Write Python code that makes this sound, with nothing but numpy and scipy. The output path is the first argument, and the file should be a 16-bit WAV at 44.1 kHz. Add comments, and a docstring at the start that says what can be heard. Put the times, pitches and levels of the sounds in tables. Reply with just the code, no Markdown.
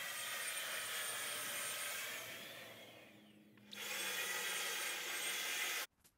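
"""A rush of air and the whine of a seven-blade turbine are heard first: a handheld electric paint sprayer in a yard.
It coasts down while carried round the bench, clicks on again close by, dips once, and a quiet yard cuts it off.
The air is noise shaped by resonances and echoes; the whine is a sine at the blade rate of a modelled shaft.
A distant engine hums in two orders, a far machine and traffic are coloured noise, and shoes scuff wood chips
in grainy bursts. Both channels carry the same sound."""
import sys
import numpy as np
from scipy import signal
from scipy.fft import rfft, irfft, next_fast_len
from scipy.io import wavfile
from scipy.ndimage import uniform_filter1d, map_coordinates

SR = 44100
rng = np.random.default_rng(int(sys.argv[2]) if len(sys.argv) > 2 else 0)


def materialize(psi):
    """Save the field psi as 16-bit PCM at rate SR to the path in sys.argv[1].

    A 1-D psi becomes a single channel; in a 2-D psi each row is a channel.
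    """
    bounded = np.clip(np.atleast_2d(psi).T, -1, 1)
    quanta = np.round(bounded * 32767).astype(np.int16)
    wavfile.write(sys.argv[1], SR, quanta)


N = 272176

# Level of the yard noises. Each row: time in seconds, far machine drone in dB, traffic rumble in dB.
YARD = [(0, -77, -70), (1.1, -74.5, -68.5), (1.5, -72, -63), (1.8, -75, -69), (2.3, -71, -63),
        (2.7, -73, -66.5), (3.7, -76.5, -71), (4.3, -75, -68.5), (4.65, -85.5, -69.5), (5.45, -86.5, -66),
        (5.86, -93, -70.5)]
# Colour of the far machine drone. Each row: frequency in Hz, relative density in dB.
DRONE = [(12, -76), (60, -37), (85, -13), (105, -6), (114, 3.5), (125, -5.5), (140, -11), (300, -86.5)]
# Colour of the traffic rumble. Each row: frequency in Hz, relative density in dB.
RUMBLE = [(12, -78), (90, -24.5), (150, -7), (200, -5), (300, -6.5), (400, -10), (550, -14.5), (800, -21.5),
          (1200, -35), (4000, -45.5), (16000, -33)]
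# Colour of the quiet yard at the end. Each row: frequency in Hz, relative density in dB.
QUIET = [(12, -48), (20, -20), (61, -17.5), (82, -11.5), (119, -19), (268, -20), (361, -28.5), (1320, -29),
         (3500, -40.5), (12800, -46), (16600, -67), (22000, -120)]
QUIET_DB, QUIET_TOP_HZ = -80, 12900
# The jump to the quiet yard: start of the fade in seconds, end in seconds.
JUMP = (5.83, 5.858)
# Distant engine. Each row: time in seconds, second order in Hz, its level in dB, third order level in dB.
ENGINE = [(2.2, 210, -98, -94), (2.6, 210, -80, -84), (2.85, 210, -82, -79), (2.92, 210, -83, -71),
          (3.0, 210, -80, -74), (3.1, 208, -73, -72), (3.22, 210, -67, -70), (3.4, 209.5, -67.5, -73),
          (3.58, 207.5, -68.5, -77), (3.75, 205.5, -64, -78), (3.81, 206, -69, -80),
          (3.95, 205, -65.5, -84), (4.06, 192, -66, -88), (4.2, 188, -68, -91), (4.45, 187, -68, -90),
          (4.75, 186.5, -72, -88), (4.9, 185, -99, -87)]
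# Shoes in wood chips. Each row: start in seconds, level before the envelope in dB, rise constant in seconds,
# time to fall 60 dB in seconds, brightness in dB per octave.
SCUFFS = [(3.599, -75, .01, 0.15, 6), (3.651, -76, 0.043, 0.46, -9), (5.93, -85, 0.0077, 0.26, 11),
          (6.0, -69, 0.013, 0.13, 9), (6.042, -59.5, 0.0034, 0.14, -1.5), (6.053, -61, 0.0013, 0.15, 4)]
# Trigger switch contacts. Each row: start in seconds, level before the envelope in dB, pitch in Hz.
CLICKS = [(3.5753, -45, 2000), (3.5782, -49, 2100), (3.5803, -49, 2700), (3.6065, -58, 1300),
          (3.7166, -35, 5400)]
CLICK_CYCLES = 7  # cycles to fall 60 dB
# Rattle of the loose trigger. Each row: start in seconds, level before the envelope in dB,
# time to fall 60 dB in seconds, brightness in dB per octave.
RATTLES = [(3.575, -61, .06, -11), (3.606, -71, .04, -10), (3.7168, -57, .12, 3)]
# Colour of the rattle before its brightness tilt. 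Each row: frequency in Hz, relative density in dB.
SWITCH = [(300, -70), (600, -26), (1200, -9), (2400, 0), (4200, -6), (5200, -10), (7000, -16), (15000, -28)]

# Trigger held. Each row: on in seconds, off in seconds, full blade rate in Hz, shaft tone in dB.
RUNS = [(0, 1.965, 8946, -61), (3.716, 4.873, 8897, -61.5), (5.031, 6.2, 8866, -62.5)]
BLADES, BARS = 7, 11  # blades, and brush contacts per turn of the shaft
START_HZ, SAG_HZ_PER_S = 7675, 22.6  # blade rate at the start; slow droop under load
SPIN_S, KICK_S, KICK = .1406, .037, .421  # spin-up constant; onset and share of extra torque from low speed
COAST_S, FRICTION_HZ, DRAG_S, DRAG = 3.14, 6107, .405, .239  # bearing friction, and air drag at first
RUSH_LAW_DB, HISS_LAW_DB, BOOM_LAW_DB, BLADE_LAW_DB = 31.5, 49, 21, 34.5  # per tenfold speed
UNLOADED_DB, SHAFT_LAW_DB = -15, 62  # shaft tone without current, and its growth per tenfold speed
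# Beamed blade tone, swinging past as the gun sweeps. Each row: time in seconds, level at full speed in dB.
BEAM = [(0, -66), (.05, -70), (.085, -55), (.11, -59), (.15, -51), (.29, -52), (.33, -58), (.39, -60),
        (.44, -55), (.485, -47), (.53, -66), (.58, -48), (.64, -56), (.9, -53), (1.14, -48), (1.45, -54.5),
        (1.65, -53), (1.76, -55.5), (1.9, -50), (1.94, -59), (1.975, -52), (2.03, -62), (2.1, -63),
        (2.185, -53), (2.22, -62), (2.28, -63), (2.31, -57), (2.37, -66), (2.44, -57), (2.52, -61),
        (2.56, -68), (2.6, -60), (2.66, -58), (2.71, -68), (2.77, -60), (2.84, -50), (2.88, -60),
        (2.92, -55), (3.03, -53), (3.15, -56), (3.4, -70), (3.8, -74), (3.825, -51), (3.865, -52),
        (3.89, -68), (3.91, -55), (3.945, -52), (3.97, -59), (4.0, -53), (4.05, -49), (4.1, -55),
        (4.36, -58.5), (4.5, -53), (4.76, -61), (4.85, -52), (4.93, -54), (4.99, -63), (5.05, -59),
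        (5.12, -57), (5.3, -47), (5.45, -58.5), (5.62, -55), (5.75, -62.5), (5.83, -54.5)]
SWEEP_ECHO_S, SWEEP_DB = .0031, 2.5  # a changing blade tone flickers through the comb of its nearest echo
# Brush whine, in broken stretches as the rotor coasts and as a rising chirp at restart. Each row:
# start in seconds, end in seconds, harmonic of the brush contact rate, level before ringing and flicker in dB.
BRUSH_WHINE = [(2.8, 3.15, 1, -87), (3.1, 3.42, 1, -76), (3.36, 3.6, 1, -80), (3.1, 3.24, 2, -91),
               (3.34, 3.5, 2, -92), (3.44, 3.6, 2, -91), (3.12, 3.2, 3, -87), (3.2, 3.39, 3, -88),
               (3.36, 3.56, 3, -96), (3.6, 3.67, 3, -87), (3.28, 3.41, 4, -89), (3.38, 3.51, 4, -92),
               (3.47, 3.64, 4, -100), (3.718, 3.745, 1, -63), (3.735, 3.775, 1, -68)]
# The housing rings as the whine passes its resonance, and harder under starting current.
SHELL_HZ, SHELL_WIDTH_HZ, SHELL_DB, STARTING_DB = 3800, 600, 3, 13

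# Colour of the air behind the bench. Each row: frequency in Hz, relative density in dB.
BEHIND = [(190, -63), (330, -15.5), (574, -5.5), (908, -11), (1240, -7), (1340, -6), (1740, -2), (2900, -6),
          (3230, -3), (4170, -14), (6690, -19.5), (8300, -22.5), (10800, -27), (18300, -120)]
# Colour of the air while walking. Each row: frequency in Hz, relative density in dB.
WALKING = [(190, -51), (330, -7), (393, -23), (540, -3.5), (650, -13.5), (1060, -14), (1300, -12),
           (1600, -9.5), (2100, -4), (2940, -8.5), (3270, -7), (4280, -22), (4840, -27), (8300, -37),
           (10800, -36), (18300, -120)]
# Colour of the air close by. Each row: frequency in Hz, relative density in dB.
CLOSE = [(190, -48), (330, -13), (488, -7.5), (640, -17), (849, -12), (1050, -14), (1400, -5), (1960, -1.5),
         (2700, -4), (3320, -3.5), (4200, -13.5), (6450, -9), (7900, -14.5), (8300, -15.5), (10800, -43),
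         (18300, -120)]
# Close by with the arm stretched over the bench. Each row: frequency in Hz, relative density in dB.
REACHING = [(190, -47.5), (330, -12), (826, -15), (1160, -13), (1380, -5), (2100, -0.5), (2750, -4.5),
            (3360, 0), (4170, -13), (6420, -6), (7970, -12.5), (8300, -12.5), (10800, -43), (18300, -120)]
# The arm stretches: start in seconds, end in seconds.
REACH = (4.9, 5.2)
# Where the gun is. Each row: time in seconds, place (0 behind the bench, 1 walking, 2 close by).
PLACE = [(0, 0), (2.0, 0), (2.4, 1), (3.3, 1), (3.7, 2), (6.2, 2)]
# Narrow resonances that shift as the gun is turned and carried. Each row: time in seconds,
# low, middle and high frequency in Hz, then their three lifts in dB.
TURNING = [(0, 1953, 2700, 3200, 9, 5, 7), (.25, 1900, 2600, 3170, 8, 5, 6),
           (.4, 1870, 2530, 3170, 5, 8, 6), (.65, 1830, 2420, 3080, 8, 8, 8),
           (.9, 1790, 2380, 3020, 6, 6, 5), (1.0, 1750, 2370, 3320, 9, 4, 3),
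           (1.2, 1700, 2310, 3220, 9, 7, 6), (1.35, 1600, 2060, 3170, 4, 3, 2),
           (1.55, 1550, 2140, 3200, 2, 5, 4), (1.8, 1590, 2160, 3240, 4, 6, -2),
           (2.1, 1610, 2320, 3250, 3, 10, 3), (2.3, 1700, 2250, 3150, 2, 7, 7),
           (2.43, 1740, 2220, 3340, 5, 4, 10), (2.57, 1800, 2400, 3580, 8, 1, 10),
           (2.65, 1860, 2450, 3450, 9, 0, 4), (2.75, 2130, 2500, 3235, 12.5, -5, 13),
           (2.95, 2165, 2550, 3320, 8, 10, 9), (3.2, 1920, 2400, 3400, 8, 0, 0),
           (3.45, 1580, 2420, 3370, -7, 1, 6), (4.3, 1940, 2460, 3380, 10, 5, 5.5),
           (4.9, 1920, 2700, 3050, 3, -2, 2.5), (5.6, 2130, 2430, 3280, 0, 1.5, -4)]
TURNING_WIDTH = .028  # share of the centre frequency
# A dark band that sinks in pitch with the resonances. Each row: time in seconds, centre in Hz, lift in dB.
DIP = [(0, 2950, -3), (.45, 2850, -7), (.95, 2650, -6), (1.3, 2560, -2), (1.6, 2500, 0)]
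# Fixed air resonances of housing, duct and nozzle. Each row: centre in Hz, width in Hz,
# lift in dB behind the bench, lift in dB walking, lift in dB close by.
DUCT = [(490, 25, 0, 0, 3), (570, 35, 3, 3, 0), (840, 25, 0, 0, 4), (1560, 50, 3, 3, 4),
        (2420, 45, 3, 2, 4), (3700, 80, 3, 0, 1), (4560, 90, 3, 5, 4), (6350, 70, 1, 0, 4),
        (6700, 120, 3, 1, 3)]
# Echoes off bench, ground, body and fence. Each row: delay in seconds behind the bench, delay in seconds
# walking, delay in seconds close by (all before the stretch and wander), level in dB at low frequency.
ECHOES = [(.0015, .0017, .0015, -11), (.0034, .0029, .0024, -10), (.0043, .0045, .0037, -9),
          (.0061, .006, .0055, -9), (.008, .0075, .0086, -9), (.0112, .0105, .0105, -9),
          (.0145, .015, .014, -9.5), (.019, .02, .018, -10.5)]
# Echo paths lengthen as the first stroke moves away. Each row: time in seconds, stretch factor.
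RECEDE = [(0, .92), (1.5, 1.08), (2.2, 1), (6.2, 1)]
# Air level before speed scaling, through carrying and restart. Each row: time in seconds, rush in dB,
# nozzle hiss in dB, housing boom in dB.
AIR_LEVEL = [(0, -46, -53, -59), (.7, -46, -54, -57.5), (1.6, -47.5, -51.5, -57), (1.9, -46.5, -52, -57.5),
             (2.4, -45, -50, -57), (2.86, -46, -50.5, -51), (3.27, -51.5, -56, -59.5),
             (3.56, -53.5, -63, -79), (3.7, -32.5, -34, -47), (3.74, -51, -45, -61), (3.77, -44, -55, -55),
             (3.83, -43.5, -51, -54), (4.0, -43.5, -52.5, -53), (4.8, -44, -52.5, -54.5),
             (5.2, -43, -53, -56), (5.86, -43, -52, -56.5)]
TOP_HZ = 15720  # upper band limit of the whole sound


def amp(db):
    """Level in decibels to amplitude ratio."""
    return 10 ** (np.asarray(db) / 20)


def unit(x):
    """Normalisation to an rms of 1."""
    return x / np.sqrt(np.mean(x ** 2) + 1e-20)


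def along(points, hz):
    """Interpolation of (Hz, value) points on a logarithmic frequency axis."""
    f, v = np.transpose(points)
    return np.interp(np.log(hz + 1), np.log(f + 1), v)


def curves(rows, t=None):
    """Linear interpolation in time: one curve for each column after the time."""
    s, *cols = np.transpose(rows)
    moments = np.arange(N) / SR if t is None else t
    return [np.interp(moments, s, c) for c in cols]


def wobble(rate):
    """Slow random modulation: a smooth curve through random knots, rate knots a second."""
    knots = rng.standard_normal(int(N * rate / SR) + 4)
    return map_coordinates(knots, [np.arange(N) * rate / SR])


def filtered(x, response):
    """Linear filtering: the spectrum of x times a response of frequency."""
    m = next_fast_len(len(x) + 8192)
    return irfft(rfft(x, m) * response(np.fft.rfftfreq(m, 1 / SR)), m)[:len(x)]


def noise(spectrum, size=N):
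    """Coloured noise: white noise shaped by a spectrum, at rms 1."""
    white = rng.standard_normal(size)
    return unit(filtered(white, lambda hz: amp(along(spectrum, hz))))


def quiet_yard():
    """Yard ambience: faint band-limited noise of slowly varying level."""
    return amp(QUIET_DB + 3.0 * wobble(27)) * filtered(noise(QUIET), lambda hz: hz < QUIET_TOP_HZ)


def drone_and_traffic():
    """Superposed distant sources: a narrow-band machine drone and a broad traffic rumble."""
    drone_db, rumble_db = curves(YARD)
    return amp(drone_db) * noise(DRONE) + amp(rumble_db + 1.1 * wobble(5.41)) * noise(RUMBLE)


def engine():
    """Order excitation: two low multiples of the shaft rate of an engine passing far off and changing gear."""
    hz, second_db, third_db = curves(ENGINE)
    turn = np.pi * np.cumsum(hz) / SR  # shaft angle, half the second-order phase
    second = amp(second_db + 1.8 * wobble(20)) * np.sin(2 * turn)
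    third = amp(third_db + 2.5 * wobble(12)) * np.sin(3 * turn)
    return np.sqrt(2) * (second + third)


def shoes():
    """Granular friction: chips crunch as spiky grains under a short rise and a longer settling."""
    out, t = np.zeros(N + SR), np.arange(SR // 2) / SR
    for s, db, rise, t60, tilt_db in SCUFFS:
        grain_db = 2.8 * rng.standard_normal(len(t) // 64 + 1).repeat(64)[:len(t)]
        grains = rng.standard_normal(len(t)) * amp(grain_db)

        def colour(hz):
            thud_db = 10.0 * (hz < 380)  # the heel
            band = (hz < QUIET_TOP_HZ) * (hz > 110)
            return amp(tilt_db * np.log2(hz / 3000 + .05) + thud_db) * band

        envelope = amp(db - 60 * t / t60) * (1 - np.exp(-t / rise))
        out[round(s * SR):][:len(t)] += envelope * unit(filtered(grains, colour))
    return out[:N]


def trigger():
    """Damped impact: short dull plastic ticks as decaying sines, each group followed by a faint noisy rattle."""
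    out, t = np.zeros(N), np.arange(4096) / SR
    for s, db, hz in CLICKS:
        envelope = amp(db - 60 * t * hz / CLICK_CYCLES) * (1 - np.exp(-3 * t * hz))
        out[round(s * SR):][:len(t)] -= envelope * np.sin(2 * np.pi * hz * t)
    for s, db, t60, tilt_db in RATTLES:
        colour = [(hz, level + tilt_db * np.log2(hz / 2800)) for hz, level in SWITCH]
        envelope = amp(db - 60 * t / t60) * (1 - np.exp(-t / .001))
        out[round(s * SR):][:len(t)] += envelope * noise(colour, size=len(t))
    return out


def spin_up(u, start_hz, full_hz):
    """Motor torque: the blade rate closes exponentially on full speed, faster from low speed."""
    kick = KICK * (1 - start_hz / full_hz) * (1 - np.exp(-(u / KICK_S) ** 2))
    gap_hz = (full_hz - start_hz) * np.exp(-u / SPIN_S) * (1 - kick)
    return full_hz - SAG_HZ_PER_S * u - gap_hz


def coast_down(u, top_hz):
    """Frictional decay: bearings slow the free rotor, helped at first by air drag."""
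    drag = 1 + DRAG * (1 - np.exp(-u / DRAG_S))
    return (top_hz + FRICTION_HZ) * np.exp(-u / COAST_S) / drag - FRICTION_HZ


def speed(t):
    """Rotor dynamics: blade rate in Hz, driven while the trigger is held and coasting when let go."""
    hz, rate = np.zeros_like(t), START_HZ
    next_starts = [run[0] for run in RUNS[1:]] + [np.inf]
    for (on, off, full_hz, _), again in zip(RUNS, next_starts):
        top_hz = spin_up(off - on, rate, full_hz)
        driven = spin_up(abs(t - on), rate, full_hz)
        free = coast_down(abs(t - off), top_hz)
        hz = np.where(t >= on, np.where(t < off, driven, free), hz)
        rate = coast_down(again - off, top_hz)
    return hz


def slower(hz):
    """Logarithmic speed scaling: tenfolds relative to the first full speed, negative below it."""
    return np.log10(hz / RUNS[0][2])


def turbine():
    """Blade-passing tone: blades sing at seven times the shaft rate, the unbalanced shaft at its own, brushes whine."""
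    t = np.arange(N) / SR
    blade_hz = speed(t)
    turn = 2 * np.pi * np.cumsum(blade_hz) / SR / BLADES  # shaft angle
    blade_db = curves(BEAM)[0] + BLADE_LAW_DB * slower(blade_hz) + 1.2 * wobble(14)
    blade_db += SWEEP_DB * (np.cos(2 * np.pi * (blade_hz - RUNS[1][2]) * SWEEP_ECHO_S) - 1)
    blade = amp(blade_db + 3.2 * wobble(45)) * np.sin(BLADES * turn + 0.3 * wobble(70))
    skirt = amp(blade_db - 10.5) * wobble(260) * np.sin(BLADES * turn)  # eddies smear part of the tone

    held = sum(((t > on) & (t < off)) * amp(db) for on, off, _, db in RUNS)
    held = held + amp(RUNS[0][3] + UNLOADED_DB)
    shaft_level = uniform_filter1d(held, size=2000) * amp(SHAFT_LAW_DB * slower(blade_hz) + 1.5 * wobble(9))
    shaft = shaft_level * amp(0.18 * wobble(23)) * np.sin(turn + 0.16 * wobble(30))
    out = blade + skirt + shaft

    for t0, t1, harmonic, db in BRUSH_WHINE:
        swell = np.sin(np.pi * np.clip((t - t0) / (t1 - t0), 0, 1))
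        whine_hz = harmonic * BARS * blade_hz / BLADES
        resonance = np.exp(-((whine_hz - SHELL_HZ) / SHELL_WIDTH_HZ) ** 2)
        ring_db = (SHELL_DB + STARTING_DB * (t > RUNS[1][0])) * resonance
        whine = np.sin(harmonic * BARS * turn + 1.5 * wobble(250))
        out += swell * amp(db + ring_db + 4 * wobble(90)) * whine
    return np.sqrt(2) * out


def air_colour(f, t, share):
    """Resonant filtering: density in dB over frequency and time, following the place and the turn of the gun."""
    # the last two points of each colour are left out, so it stays flat above the rest
    shape = sum(w * along(s[:-2], f) for w, s in zip(share, (BEHIND, WALKING, CLOSE)))
    reach = np.clip((t - REACH[0]) / (REACH[1] - REACH[0]), 0, 1)
    shape += reach * (along(REACHING[:-2], f) - along(CLOSE[:-2], f))
    tracks = curves(TURNING, t)
    for track_hz, lift_db in zip(tracks[:3], tracks[3:]):
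        shape += lift_db * np.exp(-((f / track_hz - 1) / TURNING_WIDTH) ** 2)
    dip_hz, dip_db = curves(DIP, t)
    shape += dip_db * np.exp(-((f - dip_hz) / 110) ** 2)
    for centre_hz, width_hz, *lifts in DUCT:
        shape += np.dot(lifts, share) * np.exp(-((f - centre_hz) / width_hz) ** 2)
    return shape


def echo_comb(f, t, share):
    """Comb interference: wandering delayed paths add to the direct one, each carrying less treble."""
    paths = 1
    for *delays, db in ECHOES:
        wander = 1 + .02 * np.interp(t, np.arange(N) / SR, wobble(1.4))
        delay = np.dot(delays, share) * curves(RECEDE, t)[0] * wander
        paths = paths + amp(db) / (1 + (f / 7000) ** 2) * np.exp(-2j * np.pi * f * delay)
    return abs(paths)


def air():
    """Turbulence noise: air through intake, housing and nozzle, whose level grows as a power of the speed."""
    hz, t, z = signal.stft(rng.standard_normal(N), SR, nperseg=2048, noverlap=1536)
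    f = hz[:, None]
    place, = curves(PLACE, t)
    share = [np.clip(1 - abs(place - k), 0, 1) for k in range(3)]
    gain = amp(air_colour(f, t, share)) * echo_comb(f, t, share)

    laws_db = np.outer([RUSH_LAW_DB, HISS_LAW_DB, BOOM_LAW_DB], slower(speed(t)))
    rush_db, hiss_db, boom_db = curves(AIR_LEVEL, t) + laws_db

    def band_lift(db, lo, hi):
        """Band power balance: the lift in dB that brings a band to its level."""
        band_power = np.sum(gain[(hz > lo) & (hz < hi)] ** 2, axis=0) / len(hz)
        return db - 10 * np.log10(band_power)

    boom = band_lift(boom_db, 400, 1000)
    rush = band_lift(rush_db, 1100, 4200)
    hiss = band_lift(hiss_db, 9300, 15500)
    # the three lifts meet in smooth cross-overs
    up = 1 / (1 + (1050 / (f + 1)) ** 12)
    top = 1 / (1 + (5200 / (f + 1)) ** 6)
    lift_db = boom * (1 - up) + rush * up * (1 - top) + hiss * up * top
    gusts = uniform_filter1d(rng.standard_normal(z.shape), size=60, axis=0)
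    gusts = uniform_filter1d(gusts, size=6, axis=1)
    gain *= amp(lift_db + 1.12 * unit(gusts))
    return signal.istft(z * gain, SR, nperseg=2048, noverlap=1536)[1][:N]


def scene():
    """Superposition: all sources add, and a short cross-fade leads from the sprayer to the quiet yard."""
    t = np.arange(N) / SR
    stay = np.clip((JUMP[1] - t) / (JUMP[1] - JUMP[0]), 0, 1)
    spraying = drone_and_traffic() + engine() + trigger() + turbine() + air()
    mono = stay * spraying + (1 - stay) * quiet_yard() + shoes()
    return np.array([mono, mono])


def record(dry):
    """Band limitation: nothing is kept above a steep upper edge."""
    def edge(hz):
        return np.clip((TOP_HZ - hz) / 120 + .5, 0, 1) ** 2
    return np.array([filtered(x, edge) for x in dry])


dry = scene()
out = record(dry)
materialize(out)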